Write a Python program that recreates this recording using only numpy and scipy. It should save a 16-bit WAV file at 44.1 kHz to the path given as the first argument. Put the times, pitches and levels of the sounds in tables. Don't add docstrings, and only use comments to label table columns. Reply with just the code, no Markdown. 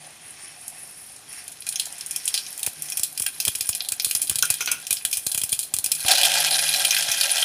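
import sys
import numpy as np
from scipy import signal
from scipy.fft import rfft, irfft
from scipy.io import wavfile
from scipy.ndimage import uniform_filter1d

SR = 44100
rng = np.random.default_rng(int(sys.argv[2]) if len(sys.argv) > 2 else 0)


def gain_from_db(level_db):
    decades = np.asarray(level_db, float) / 20
    return 10 ** decades


def unload_wav(signal):
    wavfile.write(
        sys.argv[1],
        SR,
        np.round(np.clip(np.atleast_2d(signal).T, -1, 1) * 32767).astype(np.int16),
    )


N = 328104

# f/Hz, relative level per Hz/dB
KITCHEN_COLOUR = [(18, -46), (30, -3), (108, 6.5), (325, 2.5), (411, 2.5), (720, -6), (976, 0), (2430, 0),
                  (7120, -0.5), (8000, -6), (10400, -38), (17600, -120)]
# middle t/s, half length/s, level/dB
DRONE_SWELLS = [(.05, 0.13, -54), (2.2, 0.23, -56), (4.5, 0.28, -54.5), (6.5, 0.69, -47.5), (7.2, .15, -55)]
# t/s, level/dB, clatter decay/s, upper modes against the low one/dB
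BOWL_KNOCKS = [(4.4318, -21.5, 0.012, -10), (4.6094, -32.5, 0.014, 10), (4.677, -32, 0.02, 7.5),
               (4.717, -33.5, 0.036, 2.5)]
# f/Hz, width/Hz, level/dB
BOWL_MODES = [(1450, 55, 4), (2350, 150, -4), (2560, 140, -1), (6000, 95, -2)]
# middle t/s, half length/s, patter level/dB, low rustle level/dB, high rustle level/dB
BOWL_SHAKES = [(.06, 0.17, -43, -49, -70), (.27, 0.093, -39.5, -47, -61), (.45, 0.15, -42, -44.5, -47.5),
               (.64, .1, -40.5, -50, -53), (.78, .1, -48, -47, -66), (.94, 0.44, -41, -52, -52),
               (1.37, 0.12, -36, -43.5, -44), (1.72, 0.063, -36, -50, -52), (2.12, 0.74, -43, -47.5, -50),
               (2.36, 0.32, -42, -52, -39), (2.9, 0.21, -38, -46.5, -44.5), (3.02, 0.11, -45, -67, -40)]
# f/Hz, width/Hz, level/dB
BOWL_HOLLOW = [(2100, 930, 5), (2570, 59, 3)]
# f/Hz, width/Hz, level/dB
BOWL_RIM = [(4860, 970, -7), (5450, 73, 3.5)]
# t/s, level/dB
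THUMPS = [(2.673, -26), (2.996, -31), (3.203, -28.5), (3.237, -37), (3.472, -24.5), (3.483, -20),
          (3.553, -34), (3.608, -31), (3.692, -23.5), (3.921, -30.5), (4.065, -30.5), (4.152, -30),
          (4.299, -26.5), (4.312, -22), (4.357, -28.5), (4.503, -23), (4.909, -30.5), (5.053, -38),
          (5.177, -33), (5.265, -26.5), (5.348, -27.5), (5.377, -32), (5.417, -34), (5.435, -24.5),
          (5.526, -24.5), (5.739, -25), (5.768, -36), (5.788, -32.5), (5.844, -39), (5.862, -34),
          (6.047, -20.5), (7.087, -29)]
# t/s, fine fizz level/dB, coarse sizzle level/dB
SEED_FRY = [(0.0, -57, -54), (0.45, -57, -52.5), (0.89, -44.5, -62.5), (1.25, -53.5, -57.5),
            (1.8, -45.5, -47), (2.3, -43.5, -45.5), (3.1, -42, -50.5), (3.61, -37.5, -44.5),
            (3.96, -44, -47), (4.23, -35.5, -44.5), (4.53, -38, -38.5), (4.75, -47, -46), (5.0, -41.5, -44),
            (5.4, -36.5, -47), (5.75, -47, -56.5), (6.03, -31.5, -34.5)]
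# lasting level/dB, level at first against it/dB
LEAF_FRY = [(-31.5, -20), (-24.5, 4.5), (-43.5, 10)]
# t/s, level/dB, crack against it/dB, crack f/Hz, t60 of the spattering/s
SEED_POPS = [(0.6797, -19, -39, 3420, 0.12), (0.7924, -34, -25, 2480, 0.12), (0.8762, -33, -22, 5450, 0.12),
             (1.1617, -28.5, -18, 4870, 0.14), (1.3282, -28, -14, 5310, 0.12),
             (1.4792, -21, -16.5, 2630, 0.13), (1.5174, -22.5, -16, 5290, 0.11),
             (1.62, -25.5, -9, 4430, 0.096), (1.6671, -14, -11.5, 2480, 0.11),
             (1.6892, -10.5, -19, 4060, 0.098), (1.7245, -17.5, -11.5, 4050, 0.1),
             (1.7574, -11.5, -7, 6260, 0.092), (1.7964, -7, -10.5, 4040, 0.18),
             (1.855, -17, -16, 4510, 0.15), (1.925, -23, -14, 5450, 0.11), (1.9642, -33, -6, 5450, 0.12),
             (1.9814, -21.5, -21, 5320, 0.12), (2.0091, -19.5, -11, 5170, 0.12),
             (2.0618, -18, -28, 6170, 0.13), (2.1094, -12, -14, 5650, 0.16),
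             (2.1605, -7, -12.5, 6040, 0.11), (2.2543, -13.5, -28, 4160, 0.12),
             (2.2773, -4.5, -16.5, 3260, 0.08), (2.3407, -6, -8.5, 4860, 0.18),
             (2.3761, -9, -7.5, 4570, 0.17), (2.4646, -23, -6.5, 5900, 0.14),
             (2.5265, -25, -18, 5320, 0.11), (2.5764, -19, -21, 5500, 0.13), (2.5937, -17, -15, 6160, 0.21),
             (2.6302, -10.5, -16, 3870, 0.14), (2.6633, -6, -16.5, 2630, 0.12),
             (2.8213, -14, -16, 5860, 0.12), (2.8574, -22, -11, 5590, 0.12), (2.886, -23, -4.5, 6400, 0.12),
             (2.9, -17, -20, 4720, 0.12), (2.9206, -10.5, -10.5, 5800, 0.11),
             (2.9714, -4.5, -14.5, 6160, 0.098), (2.9954, -11, -15, 5370, 0.081),
             (3.0328, -5, -17, 4010, 0.15), (3.126, -29, -23, 4030, 0.12), (3.151, -36, -15, 6150, 0.12),
             (3.176, -14.5, -13, 4800, 0.12), (3.1979, -9.5, -16, 6200, 0.13),
             (3.2197, -8.5, -14.5, 6370, 0.24), (3.2633, -8.5, -11, 2620, 0.11),
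             (3.4007, -5, -11.5, 5170, 0.17), (3.4509, -6.5, -14, 5030, 0.26),
             (3.4792, -4, -13.5, 3200, 0.068), (3.5511, -9.5, -13.5, 5150, 0.1),
             (3.608, -6, -12.5, 5000, 0.15), (3.669, -19.5, -12.5, 5300, 0.13),
             (3.6905, -6.5, -18, 4800, 0.11), (3.7288, -15, -7, 5230, 0.14), (3.7498, -8, -15, 4890, 0.12),
             (3.8058, -15.5, -5.5, 4100, 0.082), (3.8484, -26, -12, 4060, 0.12),
             (3.8864, -10, -13.5, 4240, 0.063), (3.9197, -7, -17, 2620, 0.1), (3.9977, -9, -7, 5000, 0.12),
             (4.046, -6, -15, 4050, 0.35), (4.1105, -8.5, -14.5, 2820, 0.12),
             (4.1498, -2.5, -14.5, 5100, 0.1), (4.2167, -2, -19, 4830, 0.14),
             (4.2718, -18, -12.5, 4000, 0.12), (4.296, -6, -17, 3250, 0.15),
             (4.3564, -6.5, -17, 3240, 0.064), (4.3863, -9, -14.5, 4010, 0.11),
             (4.4246, -3, -9.5, 5730, 0.1), (4.4525, -10, -13, 5170, 0.084),
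             (4.5019, -2.5, -15.5, 2500, 0.12), (4.5393, -11.5, -13, 4060, 0.16),
             (4.6072, -8, -8, 6090, 0.26), (4.6586, -13.5, -10, 5730, 0.12),
             (4.675, -11.5, -5.5, 2680, 0.15), (4.715, -2, -12, 6200, 0.098),
             (4.8162, -28, -21, 6150, 0.12), (4.8676, -14, -11.5, 5300, 0.08),
             (4.907, -5.5, -14, 3260, 0.12), (4.9273, -5, -18, 3250, 0.21), (4.9688, -16, -8.5, 4970, 0.12),
             (5.0508, -5.5, -13.5, 3260, 0.11), (5.111, -15, -15.5, 5100, 0.1),
             (5.128, -1.5, -13.5, 5000, 0.16), (5.1705, -6.5, -13.5, 6400, 0.18),
             (5.2408, -33, -30, 5370, 0.11), (5.265, -6.5, -18, 4040, 0.12),
             (5.316, -8.5, -15.5, 4020, 0.13), (5.346, -7, -16, 3300, 0.076), (5.3764, -5, -20, 2890, 0.16),
             (5.415, -13.5, -13, 3280, 0.11), (5.4356, -5, -15.5, 6400, 0.12),
             (5.492, -13, -17, 4070, 0.36), (5.5274, -5, -15, 3270, 0.14), (5.591, -4, -17, 3940, 0.16),
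             (5.6298, -12.5, -16, 4000, 0.21), (5.7387, -4.5, -20, 3260, 0.075),
             (5.7653, -14, -17, 4020, 0.12), (5.7865, -11, -18, 4050, 0.11), (5.8416, -3, -16.5, 5100, 0.1),
             (5.8606, -9.5, -13, 4970, 0.12), (5.9172, 0, -14, 5060, 0.058), (5.9496, -9, -16, 4100, 0.084),
             (6.004, -12, -14.5, 3940, 0.15)]
# t/s, level/dB, crack f/Hz
LEAF_SPITS = [(6.0485, -15, 3250), (6.0623, -8, 3900), (6.0818, -1, 2910), (6.1128, 1.5, 3940),
              (6.1523, -5, 3760), (6.1814, -4, 4650), (6.2132, -5, 2930), (6.2327, -2, 3220),
              (6.2509, 0, 3300), (6.2986, -13, 3240), (6.3175, -9, 2930), (6.3387, -6, 3220),
              (6.3539, -7, 2550), (6.3807, -6.5, 2450), (6.406, -11, 2450), (6.4665, -7, 3000),
              (6.4867, -23, 4100), (6.5084, -7.5, 3400), (6.5419, -21, 2440), (6.5558, -9, 3030),
              (6.5902, -6, 2470), (6.637, -19, 3190), (6.6895, -8, 3450), (6.7183, -16, 3400),
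              (6.7393, -5, 2500), (6.7589, -6, 5180), (6.7962, -12.5, 3000), (6.8486, -0.5, 2880),
              (6.9075, -2.5, 5600), (6.9458, -9, 2670), (6.9658, -6.5, 2510), (6.9962, -11, 2570),
              (7.0242, -7.5, 3000), (7.1154, -1, 5800), (7.1715, -18, 3230), (7.1883, -18, 2450),
              (7.2105, -2.5, 4140), (7.2314, -5.5, 3400), (7.2922, -16, 2460), (7.303, -13, 4100),
              (7.3687, -14, 3180), (7.381, -7.5, 2960)]
# f/Hz, width/Hz, level/dB
POT_MODES = [(566.4, 14, 5.5), (756, 127, 10), (1370, 61, 6.5), (1586, 122, 10), (1942, 44, 3.5),
             (2450, 81, 2.5), (2910, 30, -9), (3260, 275, -3.5), (3760, 43, -26), (4070, 123, -1),
             (5000, 1780, -1.5), (5950, 460, -11.5)]
# f/Hz, width/Hz, level/dB
MIC_PORT = [(9730, 530, -71), (9760, 390, 0.5), (10100, 4800, -4)]

KITCHEN_DB = -48
DRONE_HZ, OCTAVE_DB, DRONE_REST_DB = 154, -8.5, -66
COO_MIDDLE_S, COO_LENGTH_S, COO_DB = 4.255, 0.09, -46
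COO_FROM_HZ, COO_TO_HZ, COO_UPPER_RATIO = 265, 320, 1.6
LANDING_DB, LANDING_DECAY_S = -20, 0.0044
SLAP_DB = -0.5
SEED_GURGLE_DB = -63
LEAVES_S, LEAVES_RISE_S, LEAVES_SETTLE_S = 6.05, 0.031, 0.37
SPIT_CRACK_DB, SPIT_T60_S = -8.5, 0.12
BRIGHT_FROM_S, EARLY_DULL = 2.55, 0.45
ROOM_T60_S, ROOM_DB = 0.14, -10
TOP_HZ = 15400


def unit(x):
    return x / np.sqrt(np.mean(x ** 2))


def band(x, lo_hz, hi_hz, order=2):
    edges = [lo_hz, min(hi_hz, 0.45 * SR)]
    return signal.sosfilt(signal.butter(order, edges, "bandpass", fs=SR, output="sos"), x)


def resonate(x, peaks, direct_db):
    def through(v):
        rings = (gain_from_db(db) * signal.lfilter(*signal.iirpeak(hz, hz / width, fs=SR), v) for hz, width, db in peaks)
        return gain_from_db(direct_db) * v + sum(rings)
    return through(x) / np.linalg.norm(through(signal.unit_impulse(8192)))


def curve(rows):
    s, *columns = np.transpose(rows)
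    return [np.interp(np.arange(N) / SR, s, column) for column in columns]


def swells(rows):
    t = np.arange(N) / SR
    power = 0
    for s, half_length, *db in rows:
        hump = np.cos(np.pi * np.clip((t - s) / half_length, -1, 1) / 2)
        power = power + np.outer(gain_from_db(np.array(db)), hump) ** 2
    return np.sqrt(power)


def walk(rate, size=N):
    hold = int(SR / rate)
    levels = np.repeat(rng.standard_normal(size // hold + 1), hold)
    return 1.46 * uniform_filter1d(levels, hold)[:size]


def add(out, s, sound):
    i = int(s * SR)
    out[i:i + len(sound)] += sound[:N - i]


def kitchen():
    hz, db = np.transpose(KITCHEN_COLOUR)
    bins_hz = np.arange(1, N // 2 + 2) * SR / N
    colour = gain_from_db(np.interp(np.log(bins_hz), np.log(hz), db))
    air = unit(irfft(rfft(rng.standard_normal(N)) * colour, N))
    return air * gain_from_db(KITCHEN_DB + 0.5 * walk(4.3))


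def drone():
    phase = 2 * np.pi * np.cumsum(DRONE_HZ * (1 + 0.02 * walk(11))) / SR
    tone = np.sin(phase) + gain_from_db(OCTAVE_DB + 2.0 * walk(6.7)) * np.sin(2 * phase)
    gain = np.hypot(gain_from_db(DRONE_REST_DB), swells(DRONE_SWELLS)[0])
    return gain * gain_from_db(3.8 * walk(12)) * tone


def coo():
    share = np.clip((np.arange(N) / SR - COO_MIDDLE_S) / COO_LENGTH_S + 0.5, 0, 1)
    phase = 2 * np.pi * np.cumsum(COO_FROM_HZ + (COO_TO_HZ - COO_FROM_HZ) * share) / SR
    tones = np.sin(phase) + 0.4 * np.sin(COO_UPPER_RATIO * phase)
    return gain_from_db(COO_DB + 3.5 * walk(90)) * np.sin(np.pi * share) * tones


def bowl():
    low, upper = np.zeros((2, N))
    t = np.arange(int(0.1 * SR)) / SR
    for s, db, decay_s, upper_db in BOWL_KNOCKS:
        blow = gain_from_db(db + 5.5) * rng.standard_normal(len(t)) * np.exp(-t / decay_s)
        add(low, s - 0.003, blow)
        add(upper, s - 0.003, gain_from_db(upper_db) * blow)
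    low_ring = resonate(low, BOWL_MODES[:1], direct_db=-32.5)
    return low_ring + resonate(upper, BOWL_MODES[1:], direct_db=-23.0)


def bubbles(rate, scatter_db, tail_s, steady):
    starts = (rng.random(N) < rate / SR) * gain_from_db(scatter_db * rng.exponential(size=N))
    puffs = signal.lfilter([1], [1, -np.exp(-1 / (tail_s * SR))], starts)
    return unit(rng.standard_normal(N) * (steady + unit(puffs)))


def crackle(lo_hz, hi_hz, count, rate, scatter_db, tail_s, steady):
    edges = np.geomspace(lo_hz, hi_hz, count + 1)
    total = np.zeros(N)
    for lo, hi in zip(edges, edges[1:]):
        bursts = bubbles(rate, scatter_db, tail_s, steady) * gain_from_db(3.24 * walk(22))
        total += band(bursts, lo, hi, order=1)
    return unit(total)


def pouring():
    patter_gain, low_gain, high_gain = swells(BOWL_SHAKES)
    ticks = bubbles(1700, 1.9, 0.00052, 1.)
    low = unit(resonate(ticks, BOWL_HOLLOW, direct_db=-26)) * low_gain
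    high = unit(resonate(ticks, BOWL_RIM, direct_db=-36)) * high_gain
    patter = crackle(8540, 10720, count=10, rate=150.0, scatter_db=4.0, tail_s=0.0095, steady=0.59)
    return low + high + patter * patter_gain


def thumps():
    out, t = np.zeros(N), np.arange(int(0.06 * SR)) / SR
    lobe = np.sin(2 * np.pi * 100 * t) * np.exp(-t / 0.0044)
    dip = 0.65 * np.exp(-((t - 0.0006) / 0.00037) ** 2)
    for s, db in THUMPS:
        slap = unit(band(rng.standard_normal(len(t)), 185, 1970, order=1)) * np.exp(-t / 0.0027)
        add(out, s + 0.00094, gain_from_db(db) * (lobe - dip + gain_from_db(SLAP_DB) * slap))
    return out


def landing():
    out, t = np.zeros(N), np.arange(int(0.04 * SR)) / SR
    slap = unit(band(rng.standard_normal(len(t)), 200, 2200, order=1)) * np.exp(-t / LANDING_DECAY_S)
    add(out, LEAVES_S - 0.002, slap)
    return gain_from_db(LANDING_DB) * out


def boil():
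    since = np.maximum(np.arange(N) / SR - LEAVES_S, 0)
    share = 1 - np.exp(-since / LEAVES_RISE_S)
    early = np.exp(-(since / LEAVES_SETTLE_S) ** 2)
    seeds = [*curve(SEED_FRY), SEED_GURGLE_DB + 0.5 * walk(3)]
    return [np.hypot(gain_from_db(seed_db), share * gain_from_db(last_db + early_db * early))
            for seed_db, (last_db, early_db) in zip(seeds, LEAF_FRY)]


def frying():
    fine_gain, coarse_gain, deep_gain = boil()
    fizz = crackle(8380, 12370, count=6, rate=160.0, scatter_db=5.0, tail_s=0.0037, steady=0.32)
    spray = unit(band(bubbles(1900, 2.0, 0.0018, 1.), 3700, 21000))
    fine = (fizz + 0.37 * spray) * fine_gain * gain_from_db(0.75 * walk(25))
    large = bubbles(330, 2.4, 0.0016, 0.2) * gain_from_db(1.3 * walk(40))
    spits = crackle(2430, 4170, count=5, rate=60., scatter_db=2.5, tail_s=0.0044, steady=0.25)
    coarse = (unit(band(large, 1940, 10100)) + 0.7 * spits) * coarse_gain
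    gurgle = (large + 1.02 * rng.standard_normal(N)) * gain_from_db(2.0 * walk(20))
    deep = unit(band(gurgle, 530, 887, order=3)) + 0.25 * unit(band(gurgle, 283, 336))
    return fine, coarse + deep * deep_gain


def pops():
    hiss, crack = np.zeros((2, N))
    t = np.arange(int(0.15 * SR)) / SR
    rise = np.minimum(t / 0.00048, 1)
    spits = [(s, db, SPIT_CRACK_DB, hz, SPIT_T60_S) for s, db, hz in LEAF_SPITS]
    for s, level_db, crack_db, crack_hz, t60 in [*SEED_POPS, *spits]:
        lag, size = rng.random(2)
        tail = gain_from_db(-60 * t / t60)
        late = t - 0.008 - 0.016 * lag
        again = 0.22 * size ** 2 * (late > 0) * np.exp(-np.abs(late) / 0.0027)
        envelope = rise * (np.exp(-t / 0.0038) + again + 0.27 * tail)
        shape = gain_from_db(level_db) * envelope * gain_from_db(2.46 * walk(900, size=len(t)))
        steam = rng.standard_normal(len(t))
        hiss_share = np.sqrt(np.clip(1 - 3.85 * gain_from_db(crack_db) ** 2, 0.03, 1))
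        top = 1.27 * (1 - EARLY_DULL * (s < BRIGHT_FROM_S))
        spray = unit(band(steam, 6470, 12030) + top * band(steam, 9700, 20000))
        add(hiss, s, gain_from_db(-6.5) * hiss_share * shape * spray)
        spurt = 0.07 * band(steam, 590, 910) + 1.47 * band(steam, 2265, 5320, order=4)
        spurt += band(steam, crack_hz / 1.32, crack_hz * 1.09)
        spurt += 3.5 * band(steam, crack_hz / 1.072, crack_hz * 1.106, order=1)
        add(crack, s, gain_from_db(crack_db) * shape * unit(spurt))
    return hiss, crack


def room(x):
    t = np.arange(int(0.4 * SR)) / SR
    tail = rng.standard_normal(len(t)) * gain_from_db(-60 * t / ROOM_T60_S) * np.minimum(t / 0.00073, 1)
    return x + gain_from_db(ROOM_DB) * signal.fftconvolve(x, tail / np.linalg.norm(tail))[:N]


def scene():
    fine, coarse = frying()
    hiss, crack = pops()
    pot = resonate(coarse + crack, POT_MODES, direct_db=-4)
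    treble = resonate(fine + hiss, MIC_PORT, direct_db=-15.0)
    in_room = room(pot + treble + bowl() + pouring() + landing() + coo())
    return (in_room + thumps() + drone() + kitchen())[None]


def band_limit(x):
    return signal.sosfilt(signal.butter(12, 16640, fs=SR, output="sos"), x)


def record(dry):
    x = np.tanh(0.98 * dry) / 1.551
    x = signal.sosfilt(signal.butter(3, 55, "highpass", fs=SR, output="sos"), x)
    x = signal.sosfilt(signal.ellip(6, 0.3, 20, TOP_HZ, fs=SR, output="sos"), x)
    return band_limit(x)


dry = scene()
out = record(dry)
unload_wav(out)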